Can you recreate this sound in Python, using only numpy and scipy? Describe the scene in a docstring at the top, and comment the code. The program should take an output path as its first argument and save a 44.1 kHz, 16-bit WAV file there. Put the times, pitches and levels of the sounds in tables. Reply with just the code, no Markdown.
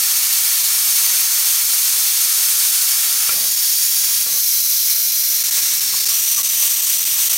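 """Steam valve in a small room

Close by, steam jets from a valve on the lid of a portable autoclave: shaped noise with faint gliding whistles.
A gloved hand works round the valves and recolours the hiss; drops of condensate choke it, mostly late on.
A metal key knocks and scrapes, setting decaying sines ringing; a stopcock creaks as a wavering sine.
The vessel's rumble and a soft rustle, both filtered noise, lie underneath. One microphone point, two equal channels.
"""
import sys
import numpy as np
from scipy import signal
from scipy.fft import rfft, irfft, next_fast_len
from scipy.io import wavfile
from scipy.ndimage import uniform_filter1d, map_coordinates

SR = 44100
rng = np.random.default_rng(int(sys.argv[2]) if len(sys.argv) > 2 else 0)


def digitize_waveform(pressure):
    """Quantize a signal to 16-bit integers and store it at the path in sys.argv[1].

    Rows of a 2-D input are taken as channels; values are limited to [-1, 1].
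    """
    field = np.atleast_2d(pressure).T
    bounded = np.clip(field, -1, 1)
    quanta = np.round(bounded * 32767).astype(np.int16)
    wavfile.write(sys.argv[1], SR, quanta)


N = 325017
T = np.arange(N) / SR  # t/s of every sample
HZ = np.maximum(np.arange(N // 2 + 1) * SR / N, 1)  # f/Hz of every spectral bin

# Slow course of the hiss level: (t/s, level/dB)
HISS_LEVEL = [(0, -14.9), (1.5, -14.9), (2.6, -14.5), (3.5, -15.6), (4.1, -15.2), (4.7, -15.4),
              (5.95, -16.3), (6.5, -16.2), (7.37, -15.6)]
# Jet's low roar, shaded by the hand: (t/s, level/dB)
ROAR_LEVEL = [(0, -31.5), (1.3, -31.3), (1.8, -32.6), (3.28, -31.8), (3.5, -35.8), (3.97, -36), (4.1, -33),
              (4.45, -38), (5.35, -36), (5.57, -33), (6.2, -34), (7.37, -32.8)]
# Brief spurts and sags of the jet: (t/s at the middle, gain/dB)
SPURTS = [(1.0, 1.2), (1.17, 1), (1.29, -1), (1.49, 1.4), (1.63, -1), (2.62, 1), (3.55, -1.2), (4.27, -1),
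          (4.9, 1.4), (5.57, 1.7), (5.89, -1.3), (6.11, 1.3), (6.65, 2.6), (7.22, 1.4)]
SPURT_HALF_S = 0.04
# Spectrum of the bare jet: (f/Hz, relative level/dB per Hz)
JET_SPECTRUM = [(100, -50), (300, -34.5), (500, -31), (800, -23), (1150, -17), (1600, -14.5), (2400, -10.5),
                (3300, -7.5), (4400, -4), (6200, 1), (7600, -4), (9300, 0.16), (10400, -4), (11400, -0.5),
                (15600, -2.77)]
# Peaks and notches from reflections round the valve, one table per pose of the hand: (f/Hz, width/Hz, gain/dB)
BARE_LID = [(2050, 110, -2.4), (2860, 280, -2.5), (3740, 130, -1.5), (4630, 210, 5), (4830, 400, -4.0),
            (5900, 330, -3), (6720, 220, -2.0), (12420, 1500, -0.5), (16800, 1900, -8)]
HAND_OVER_VALVE = [(3050, 120, -3), (3320, 170, 2.5), (4620, 130, 5), (6730, 150, -2), (7840, 520, -2.5),
                   (11000, 350, 4), (13900, 260, 6)]
HAND_LIFTED = [(950, 340, -3.5), (2230, 230, 4.5), (3050, 2000, -2.5), (4100, 270, 5.2), (5050, 160, -2),
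               (7440, 1070, -3.0), (9000, 810, -4), (13950, 260, 3.6)]
ARM_ACROSS = [(2210, 270, 3), (3060, 280, -2), (4080, 220, 3), (4980, 160, -3), (10700, 2700, -2.2)]
KEY_TURNING = [(1090, 130, 2.5), (1500, 580, -2), (3036, 900, 1.5), (5050, 600, -3), (5900, 260, 3),
               (7800, 220, 3), (8600, 260, 2), (10500, 960, -3), (13630, 300, 3)]
POSES = [BARE_LID, HAND_OVER_VALVE, HAND_LIFTED, ARM_ACROSS, KEY_TURNING]
# Middle of each change of pose: (t/s)
POSE_CHANGES = [3.3, 4.25, 5.42, 6.091]
POSE_CHANGE_LENGTH_S = 0.12
# Bounce of the hiss off the moving hand: (t/s, delay/s, strength 0-1)
HAND_ECHO = [(2.2, 0.0014, 0.06), (4.2, .00125, 0.11), (5.4, 0.0012, 0.04), (6.0, .001, 0)]
# Valve's main resonance, retuned by the hand: (t/s, f/Hz, level/dB before the whistles' common gain)
VALVE_TONE = [(0, 6330, -38), (0.85, 6320, -37), (1.2, 6300, -28.5), (1.8, 6330, -36), (3.3, 6200, -39),
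              (4.0, 6500, -35), (4.6, 6050, -31), (5.85, 5550, -30), (6.02, 5250, -27.5),
              (6.15, 5800, -27.5), (6.5, 6060, -26.5), (6.9, 6000, -35), (7.37, 6150, -33)]
# Faint resonances of gaps between glove, valve and lid; those of one gap glide together as the hand travels:
# (start t/s, end t/s, glide/share of pitch per s, [(f/Hz half-way, level/dB before the common gain)])
GAP_TONES = [(0, 2.2, 0.0, [(1160, -49), (2280, -45.5), (4200, -39), (9400, -36), (13550, -33),
             (14900, -32)]), (2.15, 3.35, 0.02, [(1350, -47), (5250, -36), (9500, -31), (14800, -33)]),
             (3.4, 4.25, 0.06, [(1980, -47), (5420, -31), (6900, -31.5), (14700, -28)]),
             (4.3, 5.45, -0.022, [(5330, -34), (11700, -31), (14000, -28.5), (14800, -28.5)]),
             (5.42, 5.95, 0.0, [(8100, -34), (10000, -36), (12800, -32), (14600, -31)]),
             (5.85, 6.17, 0.6, [(4600, -30), (7000, -31), (9100, -32), (12500, -29)]),
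             (6.1, 7.5, 0.015, [(8700, -35), (12950, -30.5), (14500, -31)])]
# Drops choking the orifice: (t/s when blown clear, depth/dB)
DROPS = [(2.717, -3.5), (3.562, -3.5), (4.947, -3), (5.119, -4), (5.437, -10), (5.509, -12), (5.806, -8),
         (6.055, -12), (6.085, -6), (6.43, -17), (7.051, -14), (7.294, -12)]
DROP_CLOSING_S = 0.0063
# Key knocking and dragging on the lid: (start t/s, level/dB at the start, length/s)
SCRAPES = [(1.125, -44, 0.047), (3.295, -36.5, 0.15), (4.0, -50, 0.19), (4.259, -39.5, 0.11),
           (5.554, -43.5, 0.05), (5.908, -41, 0.03), (6.372, -41, 0.033), (6.618, -49, .04),
           (7.299, -44, 0.045)]
# Ringing modes of the lid: (f/Hz, relative level/dB, t60/s)
LID_MODES = [(72, -20, .15), (189, -7, 0.18), (234, -9, 0.15), (350, -21, .08), (478, -2.5, 0.081),
             (540, -11, 0.1), (633, -2, 0.066), (785, -1.5, .05), (880, -9, .05), (1143, 1.5, 0.08),
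             (1320, -8, .05), (1860, 1.5, 0.033), (1988, 4.5, 0.066), (2400, -4, .06)]
# Key clinking on a valve: (t/s, strength of the blow/dB)
CLINKS = [(3.2932, -20.5), (4.262, -37)]
# Ringing modes of the key: (f/Hz, level/dB relative to the blow, t60/s)
KEY_MODES = [(1376, 2, 0.049), (1980, -7, .06), (2390, -0.5, 0.043), (2700, -6, .04)]
# Stopcock creaking as it turns: (t/s at the middle, level/dB, half length/s)
CREAKS = [(5.944, -33, .009), (6.115, -44, .02), (6.389, -33, 0.017), (6.63, -42, .012)]
CREAK_HZ, CREAK_WIDTH_HZ = 1138, 60
# Rumble of the vessel: (t/s, level/dB)
RUMBLE_LEVEL = [(0, -59.5), (1.2, -66), (2.7, -64.5), (3.3, -61), (4.1, -61), (4.3, -56), (4.65, -59),
                (5.0, -69), (5.8, -70), (6.05, -58), (6.5, -71), (7.37, -74)]
RUMBLE_HZ, RUMBLE_WIDTH_HZ = 65.3, 12
# Room noise and the rub of glove and sleeve: (t/s, level/dB)
RUSTLE_LEVEL = [(0, -59), (3.2, -60.5), (3.45, -57), (3.85, -59), (4.25, -55), (4.75, -62.5), (5.1, -61.5),
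                (5.5, -54.5), (7.37, -55)]
# Spectrum of that rustle: (f/Hz, relative level/dB per Hz)
RUSTLE_SPECTRUM = [(20, -8), (45, -3.5), (90, -0.5), (180, 0.5), (320, -3), (550, -6), (1000, -22),
                   (3000, -50)]
CUTOFF_HZ = 15800


def steam(split_hz=3000, flutter_db=0.55, roar_flutter_db=0.3):
    """Turbulent hiss and roar, coloured by the pose of the hand and interrupted by water."""
    low_share = 1 / (1 + (HZ / split_hz) ** 12)  # share of power given to the roar
    moves = [np.clip((T - t) / POSE_CHANGE_LENGTH_S + 0.5, 0, 1) for t in POSE_CHANGES]
    passed = [1] + moves + [0]
    hiss = roar = 0
    for k, pose in enumerate(POSES):
        share = np.sqrt(np.maximum(passed[k] - passed[k + 1], 0))  # crossfade at equal power
        gain = spectrum(JET_SPECTRUM) * reflections(pose, ripple=0.062, longest_s=0.012)
        hiss = hiss + share * noise(gain * np.sqrt(1 - low_share))
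        roar = roar + share * noise(gain * np.sqrt(low_share))
    flow = flow_db()
    brief_flow = flow - uniform_filter1d(flow, SR)  # the roar follows only changes shorter than about 1 s
    hiss = hiss * from_db(flow)
    roar = roar * from_db(in_time(ROAR_LEVEL) + brief_flow + roar_flutter_db * drift(20))
    water_db = choking_db(DROPS, DROP_CLOSING_S, clear_s=0.00059)
    water_db += spitting_db(count=400, dry_db=0.0, wet_db=5.0, closing_s=0.0045)
    jet = hand_echo(hiss + roar) + whistles()
    return jet * from_db(water_db + flutter_db * drift(33))


def flow_db(wander_db=0.1):
    """The jet's level: a slow course, a gentle wander, brief spurts and sags."""
    spurts = sum(db * np.exp(-((T - t) / SPURT_HALF_S) ** 2) for t, db in SPURTS)
    return in_time(HISS_LEVEL) + wander_db * drift(6) + spurts


def reflections(peaks, ripple, longest_s):
    """Broad peaks and notches of one pose, finely rippled by faint echoes from lid and walls."""
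    broad_db = sum(db * np.exp(-2 * ((HZ - hz) / width) ** 2) for hz, width, db in peaks)
    paths = np.zeros(N)
    paths[0] = 1  # direct sound
    lags = (rng.uniform(0.15, 1, 10) * longest_s * SR).astype(int)
    paths[lags] += ripple * rng.choice([-1, 1], 10)
    return from_db(broad_db) * np.abs(rfft(paths))


def hand_echo(jet):
    """A short echo of changing delay sweeps a comb through the hiss."""
    t, delay, strength = np.transpose(HAND_ECHO)
    late = map_coordinates(jet, [(T - np.interp(T, t, delay)) * SR], order=3)
    return jet + np.interp(T, t, strength) * late


def whistles(width_hz=200, fade_s=0.1, level_db=0.6, waver=0.003, flicker_db=0.8):
    """Each resonance is a narrow band of turbulence that swells, glides, wavers and fades."""
    turbulence = narrow(0, width_hz) + 1j * narrow(0, width_hz)
    unrest = drift(6)

    def sing(start, end, hz, db):
        """One resonance: turbulence shifted up to its pitch, from start to end."""
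        near = slice(*np.searchsorted(T, [start, end]))
        # random offsets give each resonance its own stretch of the shared noise
        band, bend, flicker = (np.roll(v, rng.integers(N)) for v in (turbulence, unrest, unrest))
        pitch = hz * (1 + waver * bend)
        phase = 2 * np.pi * np.cumsum(pitch[near]) / SR
        swell = np.clip(np.minimum(T[near] - start, end - T[near]) / fade_s, 0, 1)
        level = from_db((db + flicker_db * flicker)[near])
        note = np.zeros(N)
        note[near] = swell * level * (band[near] * np.exp(1j * phase)).real
        return note

    t, hz, db = np.transpose(VALVE_TONE)
    out = sing(0, T[-1], np.interp(T, t, hz), np.interp(T, t, db))
    for start, end, glide, resonances in GAP_TONES:
        stretch = 1 + glide * (T - (start + end) / 2)
        out += sum(sing(start, end, hz * stretch, db) for hz, db in resonances)
    return from_db(level_db) * out


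def choking_db(drops, closing_s, clear_s):
    """Each drop closes the orifice gradually and is blown clear far faster."""
    out = np.zeros(N)
    for t, depth_db in drops:
        near = slice(*np.searchsorted(T, [t - 4 * closing_s, t + 4 * clear_s]))
        since = T[near] - t + clear_s  # from the deepest point
        pace = np.where(since < 0, closing_s, clear_s)
        out[near] += depth_db * np.exp(-(since / pace) ** 2)
    return out


def spitting_db(count, dry_db, wet_db, closing_s):
    """Droplets too small to stop the jet make it stutter, more so as the steam gets wetter."""
    chance = rng.random((count, 2))
    t = chance[:, 0] * T[-1]
    largest_db = np.interp(t, [4.4, 5.6], [dry_db, wet_db])
    depth_db = -largest_db * chance[:, 1] ** 2
    dips = choking_db(zip(t, depth_db), closing_s, clear_s=0.0014)
    return dips - uniform_filter1d(dips, SR // 4)  # keeps the average level


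def scrapes(slips_per_s=700, fade_db=-4.0, release_s=0.035):
    """The key sticks and slips at random, and every slip rings the lid's modes."""
    push = np.zeros(N)
    for t, db, length in SCRAPES:
        since = np.maximum(T - t, 0)
        release = np.exp(-np.maximum(since - length, 0) / release_s)
        push += (T >= t) * from_db(db + fade_db * since / length) * release
    slips = rng.random(N) < slips_per_s / SR
    out = sum(from_db(db) * ring(slips * push * rng.standard_normal(N), hz, t60) for hz, db, t60 in LID_MODES)
    # expected power of the ringing at unit push
    power = slips_per_s * sum(from_db(2 * db) * t60 for hz, db, t60 in LID_MODES) / (4 * np.log(1000))
    return out / np.sqrt(power)


def clinks():
    """Single short blows ring the modes of the hand-damped key."""
    clicks = np.zeros(N)
    for t, db in CLINKS:
        clicks[round(t * SR)] = from_db(db)
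    return sum(from_db(db) * ring(clicks, hz, t60) for hz, db, t60 in KEY_MODES)


def creaks():
    """Friction in the stopcock swells briefly into a rough, wavering note."""
    swell = sum(from_db(db) * np.exp(-((T - t) / half) ** 2) for t, db, half in CREAKS)
    pitch = CREAK_HZ + CREAK_WIDTH_HZ * drift(197)
    return swell * np.sqrt(2) * np.sin(2 * np.pi * np.cumsum(pitch) / SR)


def rumble():
    """The vessel's low rumble is noise gathered round one resonance."""
    return from_db(in_time(RUMBLE_LEVEL)) * narrow(RUMBLE_HZ, RUMBLE_WIDTH_HZ)


def rustle(flutter_db=1.1):
    """Room noise and rubbing cloth: dull noise of fluttering level."""
    level_db = in_time(RUSTLE_LEVEL) + flutter_db * drift(10)
    return from_db(level_db) * noise(spectrum(RUSTLE_SPECTRUM))


def from_db(db):
    """Decibels to gain."""
    return 10 ** (np.asarray(db) / 20)


def rms_one(x):
    """Scale to unit rms."""
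    return x / np.sqrt(np.mean(x ** 2) + 1e-20)


def in_time(rows):
    """A curve of (t/s, value) at every sample."""
    return np.interp(T, *np.transpose(rows))


def spectrum(points):
    """A spectrum of (f/Hz, level/dB) as a gain at every frequency."""
    hz, db = np.transpose(points)
    return from_db(np.interp(np.log(HZ), np.log(hz), db))


def noise(gain):
    """Noise with the given gain by frequency; rms 1."""
    size = next_fast_len(N)
    gain = np.interp(np.arange(size // 2 + 1) * SR / size, HZ, gain)
    return rms_one(irfft(rfft(rng.standard_normal(size)) * gain, size)[:N])


def drift(rate):
    """Slow random wander with about this many turns a second; rms 1."""
    return noise(1 / (1 + (HZ / rate) ** 2))


def narrow(hz, width_hz):
    """Noise gathered round one frequency; rms 1."""
    return noise(1 / (1 + ((HZ - hz) / width_hz) ** 2))


def ring(clicks, hz, t60):
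    """A unit click sets a decaying sine of initial height 1 ringing."""
    r = from_db(-60 / (t60 * SR))  # decay per sample
    w = 2 * np.pi * hz / SR
    return signal.lfilter([0, np.sin(w)], [1, -2 * r * np.cos(w), r * r], clicks + 1e-18)


def scene():
    """Everything is heard from one point, alike in both channels."""
    mono = steam() + scrapes() + clinks() + creaks() + rumble() + rustle()
    return np.tile(mono, (2, 1))


def record(dry):
    """The top is cut steeply by an elliptic low-pass."""
    return signal.sosfilt(signal.ellip(12, 0.1, 80, CUTOFF_HZ, fs=SR, output="sos"), dry)


dry = scene()
out = record(dry)
digitize_waveform(out)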